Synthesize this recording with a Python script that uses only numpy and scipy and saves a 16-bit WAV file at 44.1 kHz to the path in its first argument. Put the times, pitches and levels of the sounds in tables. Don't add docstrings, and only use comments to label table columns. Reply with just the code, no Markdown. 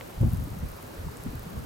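import sys
import numpy as np
from scipy import signal
from scipy.fft import rfft, irfft
from scipy.io import wavfile
from scipy.ndimage import uniform_filter1d

SR = 44100
rng = np.random.default_rng(int(sys.argv[2]) if len(sys.argv) > 2 else 0)


def wrap_up_sound(samples):
    columns = np.atleast_2d(samples).T
    tamed = np.clip(columns, -1, 1)
    steps = np.round(tamed * 32767).astype(np.int16)
    wavfile.write(sys.argv[1], SR, steps)


N = 72765

# freq_hz, correlation
WATER_CORRELATION = [(60, 1), (200, 0.77), (380, 0.13), (700, -0.55), (1200, -0.096), (2200, -0.014),
                     (4400, 0.00053)]


def from_db(db):
    return 10 ** (np.asarray(db) / 20)


def unit_rms(x):
    return x / np.sqrt(np.mean(x ** 2) + 1e-20)


def in_time(rows):
    return np.interp(np.arange(N) / SR, *np.transpose(rows))


def at_hz(rows, hz):
    freq_hz, value = np.transpose(rows)
    return np.interp(np.log(hz + 1), np.log(freq_hz), value)


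def drift(rate_hz):
    return np.interp(np.arange(N) / SR * rate_hz + rng.random(), np.arange(200), rng.standard_normal(200))


def panned(x, pan_db):
    return x * from_db([[pan_db / 2], [-pan_db / 2]])


def low_cut(x, hz):
    return signal.sosfilt(signal.butter(2, hz, "high", fs=SR, output="sos"), x)


def stereo_noise(spectrum, correlation):
    hz = np.arange(N + 1) * SR / (2 * N)
    mid, side = rfft(rng.standard_normal((2, 2 * N)))
    alike = np.clip(at_hz(correlation, hz), -.99, .99)
    colour = from_db(at_hz(spectrum, hz)) / np.sqrt(1 + (hz / spectrum[-1][0]) ** 16)
    left_right = np.sqrt(1 + alike) * mid + np.sqrt(1 - alike) * side * [[1], [-1]]
    return unit_rms(irfft(left_right * colour)[:, :N])


def click(start_s):
    return 1.0 * (np.arange(N) == int(start_s * SR))


def ring(clicks, hz, t60_s):
    radius = from_db(-60 / (t60_s * SR))
    step_rad = 2 * np.pi * hz / SR
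    feedback = [1, -2 * radius * np.cos(step_rad), radius * radius]
    return signal.lfilter([0, np.sin(step_rad)], feedback, clicks + 1e-18)


def bubble_cloud(per_s, spread_db, t60_cycles, scatter_db, pitches_hz):
    sizes = from_db(spread_db * np.minimum(rng.exponential(1, N), 3)) * rng.choice([-1, 1], N)
    kicks = sizes * (rng.random(N) < per_s / SR)
    pitch_index = rng.integers(0, len(pitches_hz), N)
    cloud = 0
    for k, hz in enumerate(pitches_hz):
        ringing = ring(kicks * (pitch_index == k), hz, t60_cycles / hz)
        cloud += panned(ringing, scatter_db * rng.random() * (-1) ** k)
    return unit_rms(cloud)


def blips(rows, t60_cycles, rise_cycles):
    total = 0
    for start_s, peak_db, pitch_hz, pan_db in rows:
        cycles = np.maximum(np.arange(N) / SR - start_s, 0) * pitch_hz
        envelope = (1 - np.exp(-(cycles / rise_cycles) ** 2)) * from_db(-60 * cycles / t60_cycles)
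        envelope *= from_db(peak_db) / envelope.max()
        total += panned(envelope * np.sin(2 * np.pi * cycles), pan_db)
    return total


def turbulence(spectrum, correlation, window_s=0.019):
    noise = stereo_noise(spectrum, [(1, correlation), (SR, correlation)])
    power = np.mean(noise ** 2, axis=0)
    width = int(window_s * SR)
    running_power = uniform_filter1d(uniform_filter1d(power, width), width)
    return noise / np.sqrt(running_power + 1e-9)


def whine():
    # pitch_hz, rms_db
    tones = [(3800, -81), (5950, -79)]
    t = np.arange(N) / SR
    return sum(from_db(db) * np.sqrt(2) * np.sin(2 * np.pi * hz * t) for hz, db in tones)


def hiss(base_db=-56):
    # freq_hz, relative_db
    spectrum = [(2000, -20), (4000, 3.5), (6000, 1), (8000, -0.5), (10500, -2), (13500, 0.5), (16000, -4)]
    # freq_hz, correlation
    correlation = [(3000, 0.12), (5500, 0.46), (8000, 0.79), (15000, 0.94)]
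    # time_s, gain_db
    swell = [(0, 0.5), (.35, 0.5), (.7, 0), (1.1, 1), (1.4, 0.8), (1.65, -0.5)]
    return from_db(base_db + in_time(swell)) * stereo_noise(spectrum, correlation)


def wash(base_db=-44, waver_db=0.95, waver_hz=7.0, bands=16):
    # freq_hz, relative_db
    spectrum = [(20, -18), (35, -18), (70, -3), (120, -1), (200, -3.5), (290, -3), (380, -5), (540, -4.5),
                (720, -7), (1000, -9), (1400, -12.5), (2000, -17.5), (3200, -21.5), (6500, -41)]
    # time_s, gain_db
    swell = [(0, 1.1), (.4, -.5), (.75, 0.2), (1.0, 0.06), (1.4, 0.1), (1.52, 0.7), (1.65, -.5)]
    bins = rfft(stereo_noise(spectrum, WATER_CORRELATION), 2 * N)
    hz = np.arange(N + 1) * SR / (2 * N)
    band_position = at_hz([(120, 0), (4000, bands - 1)], hz)
    water = 0
    for k in range(bands):
        band = irfft(bins * np.maximum(1 - abs(band_position - k), 0))[:, :N]
        water += band * from_db(waver_db * drift(waver_hz))
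    return from_db(base_db + in_time(swell)) * water


def laps():
    # centre_s, peak_db, sigma_s
    ripples = [(.74, -53.5, .06), (1.5, -52, 0.029), (1.575, -52.5, 0.019)]
    # freq_hz, relative_db
    spectrum = [(400, -28), (800, -5), (1150, 6), (1500, -6), (2500, -30), (4000, -37)]
    t = np.arange(N) / SR
    swell = sum(from_db(db) * np.exp(-.5 * ((t - centre_s) / sigma_s) ** 2)
                for centre_s, db, sigma_s in ripples)
    return swell * stereo_noise(spectrum, WATER_CORRELATION)


def gurgle(rms_db=-57):
    cloud = bubble_cloud(per_s=180, spread_db=2.5, t60_cycles=25, scatter_db=16,
                         pitches_hz=np.geomspace(408, 1630, 20))
    return from_db(rms_db) * cloud


def fizz(base_db=-58):
    # time_s, gain_db
    swell = [(0, 1), (.4, 1.5), (.9, 0), (1.4, -2.5), (1.65, -0.5)]
    cloud = bubble_cloud(per_s=380, spread_db=4.5, t60_cycles=3.2, scatter_db=1,
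                         pitches_hz=np.geomspace(11000, 15800, 12))
    return from_db(base_db + in_time(swell)) * low_cut(cloud, hz=5300)


def drop(start_s=.0106):
    # pitch_hz, level_db, t60_s
    modes = [(1170, -35.5, 0.0042), (2100, -29, .006), (2960, -33.5, 0.0034)]
    return sum(from_db(db) * ring(click(start_s), hz, t60_s) for hz, db, t60_s in modes)


def plops():
    # start_s, peak_db, pitch_hz, pan_db
    events = [(.234, -42, 970, 0), (1.085, -36.5, 920, 5)]
    return blips(events, t60_cycles=14, rise_cycles=0.77)


def bursts(gain_db=4.5, t60_cycles=11.7):
    # start_s, relative_db, pitch_hz, pan_db
    bubbles = [(.075, -37, 12500, 0), (.2735, -37, 14500, 4), (0.319, -39, 11500, 1),
               (.3282, -40, 13500, 0), (0.3333, -30.5, 13100, 8), (0.3735, -36, 13200, -2),
               (.3985, -39, 11000, 4), (0.4394, -34, 14500, 4), (0.588, -33, 14000, 5),
               (0.6883, -33, 13300, -1), (.718, -34, 11900, 3), (0.772, -52, 12500, 0),
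               (.8283, -36, 11700, 5), (1.171, -35, 8450, 8), (1.2375, -32.5, 11000, -7),
               (1.3543, -30, 14800, -.5), (1.3944, -31, 14600, -2), (1.4323, -34, 14500, 0)]
    ticks = sum(panned(from_db(db + gain_db) * ring(click(start_s), hz, t60_cycles / hz), pan_db)
                for start_s, db, hz, pan_db in bubbles)
    return low_cut(ticks, hz=2300)


def thumps():
    # start_s, peak_db, pitch_hz, pan_db
    events = [(.229, -25.5, 320, 9), (.229, -31.5, 524, -5), (.469, -32.5, 284, 1), (.559, -32, 169.5, 3),
              (1.259, -30.5, 240, 0), (1.327, -33, 247, -1), (1.459, -34.5, 168, -1)]
    return blips(events, t60_cycles=14.5, rise_cycles=1.5)


def wind(eddy_gain_db=2):
    # time_s, level_db
    gusts = [(0, -53), (.15, -55), (.183, -29.5), (.197, -43), (.211, -18.5), (.234, -17.5), (.262, -24.5),
             (.28, -18.5), (.306, -37), (.33, -23.5), (.358, -31.5), (.4, -28), (.464, -36), (.49, -45),
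             (.528, -29.5), (.556, -44.5), (.652, -29), (.684, -41.5), (.765, -44.5), (.804, -70),
             (.864, -46), (.946, -59), (1.0, -32.5), (1.024, -42), (1.07, -30), (1.166, -65.5),
             (1.198, -38.5), (1.235, -58), (1.29, -32), (1.322, -44), (1.358, -34), (1.51, -55),
             (1.58, -32.5), (1.65, -47)]
    # freq_hz, relative_db
    rumble_spectrum = [(15, -25), (28, -5.5), (42, 1), (70, 1.5), (115, -0.5), (150, -7.5), (240, -27.5),
                       (400, -38), (800, -69)]
    # time_s, relative_db
    eddy_strength = [(0, -53), (.17, -77), (.215, -24.5), (.242, -27), (.282, -30), (.306, -48),
                     (.34, -26.5), (.366, -47.5), (.42, -38.5), (.505, -62), (.565, -41.5), (.6, -57),
                     (.636, -32.5), (.675, -48.5), (.8, -73), (1.02, -56), (1.08, -52), (1.13, -55),
                     (1.235, -58.5), (1.268, -31), (1.31, -52), (1.42, -65), (1.48, -55), (1.525, -45.5),
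                     (1.575, -40.5), (1.61, -45), (1.65, -43)]
    # freq_hz, relative_db
    eddy_spectrum = [(70, -28), (120, -3.5), (165, -1), (230, -4.5), (320, -17.5), (520, -30), (720, -34.5),
                     (1500, -48)]
    rumble = from_db(in_time(gusts)) * turbulence(rumble_spectrum, correlation=.88)
    eddies = from_db(in_time(eddy_strength) + eddy_gain_db) * turbulence(eddy_spectrum, correlation=.34)
    return rumble + eddies


def scene():
    return (wind() + thumps() + wash() + laps() + gurgle() + plops()
            + fizz() + bursts() + drop() + hiss() + whine())


def record(dry, cutoff_hz=15900):
    return signal.sosfilt(signal.ellip(10, .2, 80, cutoff_hz, fs=SR, output="sos"), dry)


dry = scene()
out = record(dry)
wrap_up_sound(out)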